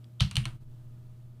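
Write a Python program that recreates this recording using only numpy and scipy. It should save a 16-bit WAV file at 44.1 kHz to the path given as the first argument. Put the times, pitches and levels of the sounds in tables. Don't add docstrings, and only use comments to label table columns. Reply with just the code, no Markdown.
import sys
import numpy as np
from scipy import signal
from scipy.fft import rfft, irfft
from scipy.io import wavfile

SR = 44100
rng = np.random.default_rng(int(sys.argv[2]) if len(sys.argv) > 2 else 0)


def how_loud(loudness_db):
    steps = np.asarray(loudness_db, float) / 20
    return 10 ** steps


def digitize_waveform(pressure):
    field = np.atleast_2d(pressure).T
    bounded = np.clip(field, -1, 1)
    quanta = np.round(bounded * 32767).astype(np.int16)
    wavfile.write(sys.argv[1], SR, quanta)


N = 61739


def add(out, start_s, x):
    i = int(start_s * SR)
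    out[i:i + len(x)] += x[:N - i]


def ring(drive, hz, t60_s):
    radius = how_loud(-60 / (t60_s * SR))
    w = 2 * np.pi * hz / SR
    return signal.lfilter([0, np.sin(w)], [1, -2 * radius * np.cos(w), radius ** 2], drive + 1e-18)


# pitch_hz, level_db, t60_s
CASE_MODES = [(670, -20.5, 0.012), (1000, -4.5, .021), (1320, -0.5, 0.023), (2200, -2, .014)]
# pitch_hz, level_db, t60_s
SPRING_MODES = [(5800, -0.5, .005), (7450, -5, .005), (8790, -0.5, 0.0065), (10600, -13.5, 0.0048),
                (11700, -17, 0.0062), (14000, -20, 0.0021)]


def key_modes(cap_hz, case_db, spring_db):
    cap_t60_s = 0.011
    cap = [(cap_hz, 0, cap_t60_s), (cap_hz * 1.45, -5, cap_t60_s * 0.83)]
    case = [(hz, db + case_db, t60_s) for hz, db, t60_s in CASE_MODES]
    spring = [(hz, db + spring_db, t60_s) for hz, db, t60_s in SPRING_MODES]
    return cap + case + spring


# start_s, peak_db, cap_hz, case_rel_db, spring_rel_db
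KEY_CONTACTS = [(.0433, -45, 3330, -43, -13.5), (.2000, -35, 3700, -32, -6.5),
                (.2059, -10, 3250, -18.5, -13), (0.2067, -20.5, 4400, -17, -20),
                (.3119, -32, 2880, -8.5, 0.5), (.3123, -33, 4530, -14, -4.5), (0.3561, -19, 2900, -28, -8),
                (.3676, -12, 2970, -21, -8.5), (.3803, -33.5, 2550, -27.5, -16),
                (.4547, -20.5, 2930, -8, -6.5), (.4605, -30.5, 2900, -9, -25)]


def keys():
    touch_s, roughness = 0.001, 0.3
    out = np.zeros(N)
    t = np.arange(3000) / SR
    fade = np.exp(-t / touch_s)
    fade /= np.sqrt(np.sum(fade ** 2))
    grits = rng.standard_normal((len(KEY_CONTACTS), len(t)))
    for (start_s, peak_db, *colour), grit in zip(KEY_CONTACTS, grits):
        touch = (t == 0) + roughness * grit * fade
        stroke = np.zeros(len(t))
        for k, (hz, db, t60_s) in enumerate(key_modes(*colour)):
            stroke += (-1) ** k * how_loud(db) * ring(touch, hz, t60_s)
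        add(out, start_s, how_loud(peak_db - 3.5) * stroke)
    return out


def swings(rows):
    sharpness = 4.5
    out = np.zeros(N)
    t = np.arange(SR // 4) / SR
    for start_s, peak_db, hz, rise_s in rows:
        swell = (t / rise_s * np.exp(1 - t / rise_s)) ** sharpness
        add(out, start_s, how_loud(peak_db) * swell * np.sin(2 * np.pi * hz * t))
    return out


# start_s,
# peak_db, pitch_hz, rise_s
STEM_BRUSHES = [
    (.1972, -37, 3250, .0015),
    (.1996, -22.5, 3670, 0.0015),
    (.2016, -33, 3200, 0.00095),
    (.2172, -25.5, 3930, 0.0011),
                (.4395, -42, 2900, .0014),
    (.4445, -41, 3100, .0011),
    (.4470, -45, 3300, .0012),
    (.4443, -54, 8900, .0010),
]


def brushes():
    return swings(STEM_BRUSHES)


# start_s, peak_db, pitch_hz, rise_s
DESK_THUMPS = [
    (0.2061, -15.5, 124.4, .015),
    (0.239, -23, 122.3, .014),
    (.2530, -28, 132.1, 0.015),
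    (.3120, -34.5, 110.5, 0.015),
    (.3440, -33.5, 158.5, 0.0098),
    (0.3684, -22, 128.8, 0.018),
    (0.399, -32, 121, 0.023),
    (0.449, -29.5, 123.9, .024),
    (.5310, -43, 119, .018),
]
# start_s, pitch_hz, level_db, t60_s
DESK_MODES = [(.208, 62, -16.5, 0.16), (.2175, 193.3, -28, 0.25), (0.373, 77, -10.5, 0.056),
              (.372, 45.5, -35.5, 0.55), (0.382, 126, -23, 0.14), (0.401, 206, -33, .2),
              (0.454, 325, -44.5, 0.18), (0.224, 327.2, -52.5, .3), (0.346, 240.4, -45.5, 0.19),
              (.375, 322.7, -47, 0.19), (.49, 216.4, -51, .3), (0.387, 88, -57.5, 7.2),
              (0.386, 106, -65.5, 3.7)]
# start_s, pitch_hz, level_db, t60_s
STAND_SWAY = [
    (.3871, 135.5, -52, 7),
    (.385, 16.5, -46, 6),
    (.340, 11.5, -49, 6),
]


def desk():
    mode_rise_s = 0.01
    out = swings(DESK_THUMPS)
    t = np.arange(N) / SR
    rise = 1 - np.exp(-t / mode_rise_s)
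    for start_s, hz, db, t60_s in [*DESK_MODES, *STAND_SWAY]:
        add(out, start_s, how_loud(db - 60 * t / t60_s) * rise * np.sin(2 * np.pi * hz * t))
    return out


# pitch_hz, t60_s
ROOM_T60 = [(600, .35), (1300, 0.23), (3500, .21), (12000, 0.29)]
# start_s, level_db, cap_hz, case_rel_db, spring_rel_db
STROKE_TAILS = [
    (0.0422, -76.5, 3720, -24, -16),
    (.2006, -49.5, 3750, -20, -22),
    (.2066, -29.5, 3060, -17.5, -18),
    (.2180, -41.5, 4055, -18, -21.5),
    (.3123, -47, 2760, -9.5, -10.5),
    (0.3565, -41, 3182, -24, -18),
    (0.3679, -35, 2710, -27.5, -12.5),
    (0.4552, -44.5, 2840, -4, -11.5),
]
# start_s, level_db, pitch_hz, t60_s
SINGING_PARTS = [
    (.3570, -56, 9200, 0.011),
    (.3700, -50, 9250, 0.012),
    (.4552, -58, 9000, 0.0095),
    (.2200, -40, 4300, 0.012),
    (.3720, -44, 2400, 0.017),
]


def room():
    early_db, early_t60_s, onset_s, far_damping = 3, 0.02, 0.0015, 0.34
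    out = np.zeros(N)
    t = np.arange(SR // 3) / SR
    onset = np.clip(t / onset_s, 0, 1)
    early = how_loud(early_db - 60 * t / early_t60_s)
    sources = [(start_s, db, key_modes(*colour)) for start_s, db, *colour in STROKE_TAILS]
    sources += [(start_s, db, [(hz, 0, t60_s)]) for start_s, db, hz, t60_s in SINGING_PARTS]
    noises = rng.standard_normal((len(sources), len(t)))
    for (start_s, level_db, modes), noise in zip(sources, noises):
        for k, (hz, db, t60_s) in enumerate(modes):
            late = how_loud(-60 * t / np.interp(hz, *np.transpose(ROOM_T60)))
            echoes = ring(np.roll(noise, 997 * k), hz, t60_s * far_damping)
            add(out, start_s, how_loud(level_db + db - 12) * (late + early) * onset * echoes)
    return out


def coloured(points, level_db):
    hz, db = np.transpose(points)
    axis_hz = np.maximum(np.arange(N // 2 + 1) * SR / N, 1)
    shape_db = np.interp(np.log(axis_hz), np.log(hz), db, left=-90, right=-90)
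    x = irfft(rfft(rng.standard_normal(N)) * how_loud(shape_db), N)
    return how_loud(level_db) * x / x.std()


# pitch_hz, peak_db
HUM_LINES = [(243, -72.5), (626, -74), (1240, -84)]
# pitch_hz, density_db
FAN_SPECTRUM = [(12, -7), (50, -11), (80, 1), (150, -2.5), (240, -5), (290, -15.5), (330, -6.5), (460, -24)]
# pitch_hz, density_db
HISS_SPECTRUM = [(420, 11), (700, 7.5), (1400, 3), (2000, -2.5), (3500, -2), (5500, -7), (15600, -8)]
# time_s, gain_db
BACKGROUND_GAIN = [(0, 0.5), (.2, -1.5), (.56, 3.5), (.59, -9.5), (.62, 2), (.65, -4), (.72, 0.5), (1.0, 0),
                   (1.4, -1.5)]


def background():
    t = np.arange(N) / SR
    waver = how_loud(-0.6 * np.sin(2 * np.pi * 3.9 * t))
    hum = np.zeros(N)
    for hz, db in [(120, -45), *HUM_LINES]:
        hum += how_loud(db) * np.sin(2 * np.pi * hz * t)
    fan = coloured(FAN_SPECTRUM, level_db=-59.5)
    hiss = coloured(HISS_SPECTRUM, level_db=-71.5)
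    gain = how_loud(np.interp(t, *np.transpose(BACKGROUND_GAIN)))
    return gain * (waver * hum + fan + hiss)


def scene():
    key_band_hz = [486, 14000]
    band = signal.butter(2, key_band_hz, "band", fs=SR, output="sos")
    key_sound = signal.sosfilt(band, keys() + brushes() + room())
    return (key_sound + desk() + background())[None]


def roll_off(x):
    return signal.sosfilt(signal.butter(12, 15790, fs=SR, output="sos"), x)


def record(dry):
    top_cut = signal.cheby2(12, 60, 16600, fs=SR, output="sos")
    mix = signal.sosfilt(top_cut, dry)
    return roll_off(mix)


dry = scene()
out = record(dry)
digitize_waveform(out)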